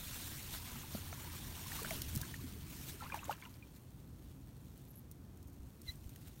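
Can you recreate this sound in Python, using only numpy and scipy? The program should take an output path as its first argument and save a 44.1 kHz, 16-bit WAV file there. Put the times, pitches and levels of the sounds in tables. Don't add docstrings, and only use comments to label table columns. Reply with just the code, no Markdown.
import sys
import numpy as np
from scipy import signal
from scipy.fft import rfft, irfft, next_fast_len
from scipy.io import wavfile
from scipy.ndimage import uniform_filter1d, map_coordinates

SR = 44100
rng = np.random.default_rng(int(sys.argv[2]) if len(sys.argv) > 2 else 0)


def generate_wav(sig):
    pcm = np.round(np.clip(np.atleast_2d(sig).T, -1, 1) * 32767).astype(np.int16)
    wavfile.write(sys.argv[1], SR, pcm)


N = 282240

# time in seconds, level in dB.
BLADE_PUSH = [(0.0, -49.5), (1.35, -55), (1.89, -48.5), (2.16, -54.5), (2.44, -58.5), (2.65, -61),
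              (2.85, -57), (3.17, -62.5), (3.3, -63), (3.9, -73.5), (4.56, -73.5), (4.79, -70.5),
              (5.2, -80.5), (5.81, -72), (5.93, -69), (6.4, -67.5)]
# middle in seconds, level in dB, length in seconds.
GRASS_STROKES = [(0.138, -52, .08), (0.282, -53, 0.116), (0.539, -50, 0.045), (0.817, -54, 0.019),
                 (0.957, -54.5, 0.067), (1.363, -53.5, 0.052), (2.315, -54, .1), (2.807, -57.5, 0.33),
                 (2.893, -50, 0.036), (3.166, -54.5, .05), (3.255, -54, 0.018), (3.32, -53, 0.035),
                 (3.764, -64.5, 0.035), (5.897, -59, 0.088), (6.277, -66, .05)]
# frequency in Hz, level in dB.
BLADE_SPECTRUM = [(150, 12.5), (500, -3), (950, -3), (1500, 1.5), (2500, 2), (3700, 3.5), (6000, 1.5),
                  (9000, 2), (12500, 2), (15300, 1.5)]
# start in seconds, level in dB, lower band edge in Hz.
SHARP_CRACKS = [(1.719, -34, 1500), (1.8313, -28.5, 6900), (1.9075, -27.5, 700), (2.0183, -22, 2960),
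                (2.152, -24.5, 4380), (2.16, -23, 4000), (2.175, -28, 5000), (2.2145, -24.5, 4400),
                (3.144, -33, 1000), (4.7765, -45, 8000), (4.851, -45, 6000), (5.114, -34, 8450),
                (5.373, -46, 6000), (5.428, -45.5, 5000), (5.4819, -47, 7000), (5.531, -47.5, 7000),
                (5.817, -38, 6000), (5.9194, -40, 6000), (5.957, -41.5, 8000), (6.093, -41, 3500),
                (6.16, -38.5, 1500)]
# start in seconds, level in dB, pitch in Hz,
# cycles to fade by 60 dB, glide over that time as a share of the pitch.
AIR_POCKETS = [(1.718, -41.5, 1770, 45, 0.3), (1.79, -43, 1127, 53, 0.065), (1.817, -44, 452, 29, -0.065),
               (1.847, -33.5, 1480, 20, 0), (1.9075, -34.5, 2130, 28, 0.11), (1.91, -40.5, 678, 57, -0.35),
               (2.232, -42, 1630, 34, -0.093), (2.3412, -40, 1830, 42, 0), (3.008, -47.5, 1336, 140, .07),
               (3.022, -43, 896, 35, -.25), (3.1, -43, 1576, 42, 0.18), (3.1216, -39.5, 2420, 100, 0),
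               (3.123, -37, 1070, 17, 0), (3.1426, -32, 913, 28, -0.27), (3.191, -43.5, 2630, 55, 0.037),
               (3.231, -43.5, 1170, 30, -.1), (3.243, -43, 6760, 95, 0.48), (3.283, -45, 512, 29, 1),
               (3.2944, -28.5, 769, 28, 0.82), (3.31, -45, 1397, 84, 0.36),
               (3.327, -39.5, 2760, 36, -0.038), (3.424, -46, 2190, 52, 0.2),
               (3.4534, -44.5, 2830, 37, -0.039), (3.5416, -51.5, 4900, 48, 0),
               (3.6252, -53.5, 2440, 130, -0.059)]
# frequency in Hz, level in dB.
SPLASH_SPECTRUM = [(300, -20), (1200, -5), (3000, -10), (6000, -12), (12000, -27)]
# middle in seconds, level in dB, length in seconds.
LEG_SLOSHES = [(.75, -56, 0.18), (1.274, -57, 0.18), (1.737, -59, 0.083), (1.896, -57, 0.14),
               (2.221, -58, .1), (3.044, -49.5, 0.047), (3.154, -55, .06), (3.331, -57.5, .04),
               (3.443, -55, 0.054)]
# time in seconds, level in dB.
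LAPPING = [(0.0, -62), (1.23, -57), (1.94, -56.5), (2.53, -64), (3.26, -55.5), (3.48, -65.5), (3.9, -85)]
# frequency in Hz, level in dB.
WATER_SPECTRUM = [(200, 10), (340, 6), (480, -10.5), (700, -5.5), (950, 6.5), (1200, 0), (1800, 0.5),
                  (3000, 0.5), (6000, -30), (12000, -39)]
# start in seconds, level in dB, pitch in Hz, seconds to fade by 60 dB.
KNOCKS = [(.948, -34.5, 207, 0.059), (0.9498, -31.5, 617, 0.013), (2.078, -38.5, 95, 0.099),
          (2.149, -36, 220, 0.044), (2.166, -27.5, 137, 0.037), (2.215, -34, 108, 0.035),
          (2.441, -41.5, 260, 0.076), (5.599, -43, 66, 0.16), (5.891, -39, 82, .077),
          (6.061, -42.5, 59.6, .094)]
# frequency in Hz, level in dB, seconds to fade by 60 dB.
HOLLOW_MODES = [(700, -40.5, .022), (1350, -42, 0.021), (1770, -43, .014), (2230, -42, .015)]
# start in seconds, level in dB, length in seconds.
WING_BURSTS = [(4.885, -56, .04), (4.957, -52, 0.043)]
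# multiple of the pitch, level in dB.
SQUEAK_HARMONICS = [(1, -10.5), (2, 0), (3, -19)]
# time in seconds, level in dB.
GUSTS = [(0.0, -54.5), (0.75, -53), (1.5, -50.5), (1.69, -54.5), (1.99, -48), (3.8, -57), (4.04, -54),
         (6.04, -54.5), (6.4, -55)]
# frequency in Hz, level in dB.
WIND_SPECTRUM = [(25, -59), (31, -34), (42, -5), (62, -2), (85, 0.5), (105, -4), (135, -1), (180, -8.5),
                 (280, -10.5), (400, -21.5), (600, -34), (1500, -48)]
# frequency in Hz, level in dB.
COUNTRY_SPECTRUM = [(100, -9), (300, 0), (500, -3), (800, -6.5), (1300, -10.5), (2200, -17.5), (5000, -20),
                    (15000, -19.5)]
# centre in Hz, width in Hz, depth in dB.
PORT_NOTCHES = [(4920, 170, 6.5), (7640, 340, 4), (10500, 670, 6.5)]


def grass(level_db=3, catches_per_s=3000, slips_per_s=60, crackle_db=-14.5):
    push_db = with_strokes(curve(BLADE_PUSH), GRASS_STROKES)
    push = amp(push_db - push_db.max())
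    catch_rate = catches_per_s * push
    teeth = unit(clicks(catch_rate, spread_db=-1) / np.sqrt(catch_rate))
    sliding = unit(rng.standard_normal(N) + teeth)
    t = np.arange(SR // 200) / SR
    bursts = signal.fftconvolve(clicks(slips_per_s, spread_db=3.5) ** 2, amp(-60 * t / 0.0052))[:N]
    bright_noise = np.diff(rng.standard_normal(N + 1))
    crackle = unit(np.sqrt(np.abs(bursts)) * bright_noise) / push ** 0.1
    leaves = shifting_blades(sliding + amp(crackle_db) * crackle, depth_db=2.1)
    tips = 0.21 * (1 - push) ** 4 * np.diff(leaves, prepend=0)
    leaves = coloured(leaves + tips, BLADE_SPECTRUM)
    running_rms = np.sqrt(np.abs(uniform_filter1d(leaves ** 2, size=SR // 10)))
    flutter_db = 0.83 * wobble(70) + 1.15 * wobble(18)
    return leaves / running_rms * amp(push_db + level_db + flutter_db)


def shifting_blades(x, depth_db):
    spectra = signal.stft(x, nperseg=256)[2]
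    patches = uniform_filter1d(rng.standard_normal(spectra.shape), size=3, axis=0)
    patches = uniform_filter1d(patches, size=8, axis=1)
    return signal.istft(spectra * amp(depth_db * unit(patches)), nperseg=256)[1][:N]


def cracks(tail_db=-9, click_db=-3, t60=0.022, probing_s=(4.2, 6.4), twig_db=-53, twig_hz=5000, count=14):
    out, t = np.zeros(N), np.arange(SR // 20) / SR
    envelope = amp(tail_db - 60 * t / t60) * (1 - np.exp(-t / 0.000048))
    starts = rng.uniform(*probing_s, count)
    twigs = [(s, twig_db + 4 * size, twig_hz) for s, size in zip(starts, rng.standard_normal(count))]
    for s, db, low_hz in SHARP_CRACKS + twigs:
        grit = unit(rng.standard_normal(len(t)) * amp(4 * rng.uniform(-1.6, 1.6, len(t))))
        crack = envelope * grit
        add(crack, 0.001, amp(click_db) * np.array([1, -1]))
        b, a = signal.butter(2, min(low_hz, SR / 4), "highpass", fs=SR)
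        add(out, s, amp(db) * signal.lfilter(b, a, crack))
    return out


def plops(level_db=3.5, splash_db=-9, spray_db=-12, scatter=0.46):
    bubbles, splash, t = np.zeros(N), np.zeros(N), np.arange(SR // 8) / SR
    for s, db, hz, cycles, rise in AIR_POCKETS:
        t60 = cycles / hz
        add(bubbles, s, amp(db) * ring(hz, t60, rise, attack_s=0.58 / hz))
        envelope = amp(db + splash_db - 60 * t / (2 * t60)) * (1 - np.exp(-t / 0.0023))
        add(splash, s, envelope * rng.standard_normal(len(t)))
        for lag, size in zip(rng.random(size=8), rng.standard_normal(size=8)):
            small_hz = min(hz * np.exp(lag + scatter * size), SR / 4)
            add(bubbles, s + lag * t60, amp(db + spray_db - 0.6 * lag) * bubble(small_hz, 25, rise))
    return amp(level_db) * bubbles + coloured(splash, SPLASH_SPECTRUM)


def droplets(level_db, middle_hz, cycles, count, spread_db=3, scatter=0.5):
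    out = np.zeros(N)
    for s, db, length in LEG_SLOSHES:
        for when, pitch, size in np.clip(rng.standard_normal((count, 3)), -2, 2):
            hz = min(middle_hz * np.exp(scatter * pitch), SR / 4)
            gain = amp(db + level_db + spread_db * size)
            add(out, s + when * length / 3, gain * bubble(hz, cycles, rise=0.27))
    return out


def gurgle(middle_s=2.45, spread_s=0.4, level_db=-48, middle_hz=324, count=14):
    out = np.zeros(N)
    for when, pitch, size in np.clip(rng.standard_normal((count, 3)), -2, 2):
        pocket = bubble(middle_hz * np.exp(0.253 * pitch), cycles=24, rise=0.1)
        add(out, middle_s + when * spread_s, amp(level_db + 2 * size) * pocket)
    return out


def wash(level_db=-4, settle_db_per_s=15, middle_hz=1300, count=2200):
    still_s = np.maximum(np.arange(N) / SR - LAPPING[-1][0], 0)
    stir_db = with_strokes(curve(LAPPING) - settle_db_per_s * still_s, LEG_SLOSHES)
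    fizz, starts = np.zeros(N), rng.uniform(0, N / SR, count)
    for s, pitch, size in zip(starts, rng.standard_normal(count), rng.rayleigh(1, count)):
        hz = min(middle_hz * np.exp(0.6 * pitch), SR / 4)
        add(fizz, s, size * bubble(hz, cycles=40, rise=0.11))
    water = noise(WATER_SPECTRUM) + unit(coloured(fizz, WATER_SPECTRUM))
    return unit(water) * amp(stir_db + level_db)


def thumps(level_db=3.5):
    out = np.zeros(N)
    for s, db, hz, t60 in KNOCKS:
        add(out, s, amp(db + level_db) * ring(hz, t60, rise=0, attack_s=0.0013))
    return out


def tap(start_s=1.127, level_db=3):
    out = np.zeros(N)
    for hz, db, t60 in HOLLOW_MODES:
        add(out, start_s, amp(db + level_db) * ring(hz, t60, rise=0, attack_s=0.00082))
    return out


def insect(level_db=-3, low_hz=11000, high_hz=13100, wing_hz=186, sounding_share=0.7):
    strokes = np.zeros(N)
    for start, db, length in WING_BURSTS:
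        for k, (chance, size) in enumerate(zip(rng.random(size=12), rng.standard_normal(size=12))):
            if k / wing_hz < length and chance < sounding_share:
                strokes += amp(db + 2 * size) * swell(start + k / wing_hz, length_s=0.0028)
    resonance = unit(filtered(rng.standard_normal(N), lambda hz: (hz > low_hz) & (hz < high_hz)))
    return amp(level_db) * strokes * resonance


def squeak(middle_s=5.893, length_s=0.025, level_db=-41, light_touch_hz=2070, sag_hz=115):
    pressure = swell(middle_s, length_s)
    hz = light_touch_hz - sag_hz * swell(middle_s, 0.65 * length_s)
    phase = 2 * np.pi * np.cumsum(hz * (1 + 0.0025 * wobble(490))) / SR
    out = np.zeros(N)
    for k, db in SQUEAK_HARMONICS:
        envelope = pressure ** (0.47 if k == 1 else 1)
        out += amp(level_db + db) * envelope * np.sin(k * phase)
    return out


def air(country_db=-68):
    rumble = amp(curve(GUSTS)) * noise(WIND_SPECTRUM)
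    return rumble + amp(country_db) * noise(COUNTRY_SPECTRUM)


def hum(hz=85, middle_s=1.73, length_s=3.6, level_db=-55.5, waver_db=2):
    phase = 2 * np.pi * np.cumsum(hz * (1 + 0.029 * wobble(6))) / SR
    return np.sin(phase) * amp(level_db + waver_db * wobble(2.03)) * swell(middle_s, length_s)


def bubble(hz, cycles, rise):
    return ring(hz, cycles / hz, rise, attack_s=1 / hz)


def ring(hz, t60, rise, attack_s):
    t = np.arange(SR // 8) / SR
    pitch = hz * (1 + rise * np.minimum(t / t60, 1))
    return np.sin(2 * np.pi * np.cumsum(pitch) / SR) * amp(-60 * t / t60) * (1 - np.exp(-t / attack_s))


def clicks(per_second, spread_db):
    fires = rng.random(N) < per_second / SR
    return fires * rng.choice([-1, 1], N) * amp(spread_db * np.clip(rng.standard_normal(N), -2, 2))


def swell(middle_s, length_s):
    return np.exp(-np.minimum((2 * (np.arange(N) / SR - middle_s) / length_s) ** 2, 50))


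def with_strokes(steady_db, strokes):
    stroke_power = sum((amp(db) * swell(s, length)) ** 2 for s, db, length in strokes)
    return 10 * np.log10(amp(steady_db) ** 2 + stroke_power)


def curve(rows):
    return np.interp(np.arange(N) / SR, *np.transpose(rows))


def wobble(rate):
    return map_coordinates(rng.standard_normal(int(N * rate / SR) + 4), [np.arange(N) * rate / SR])


def noise(spectrum):
    return unit(coloured(rng.standard_normal(N), spectrum))


def coloured(x, spectrum):
    points_hz, db = np.transpose(spectrum)
    return filtered(x, lambda hz: amp(np.interp(np.log(hz + 1), np.log(points_hz), db)))


def filtered(x, response):
    size = next_fast_len(N + SR // 2)
    return irfft(rfft(x, size) * response(np.fft.rfftfreq(size, 1 / SR)), size)[:N]


def add(track, s, sound):
    part = track[max(round(s * SR), 0):][:len(sound)]
    part += sound[:len(part)]


def amp(db):
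    return 10 ** (np.asarray(db) / 20)


def unit(x):
    return x / np.sqrt(np.mean(x ** 2) + 1e-20)


def scene():
    froth = droplets(level_db=2, middle_hz=1600, cycles=43, count=16)
    spatter = droplets(level_db=4, middle_hz=4230, cycles=16, count=12)
    water = plops() + froth + spatter + gurgle() + wash()
    mono = grass() + cracks() + water + thumps() + tap() + insect() + squeak() + air() + hum()
    return np.array([mono, mono])


def record(dry):
    def microphone(hz, top_hz=15850):
        cut_db = sum(db / (1 + (2 * (hz - centre) / width) ** 2) for centre, width, db in PORT_NOTCHES)
        return amp(-cut_db) * (hz < top_hz)
    return np.array([filtered(side, microphone) for side in dry])


dry = scene()
out = record(dry)
generate_wav(out)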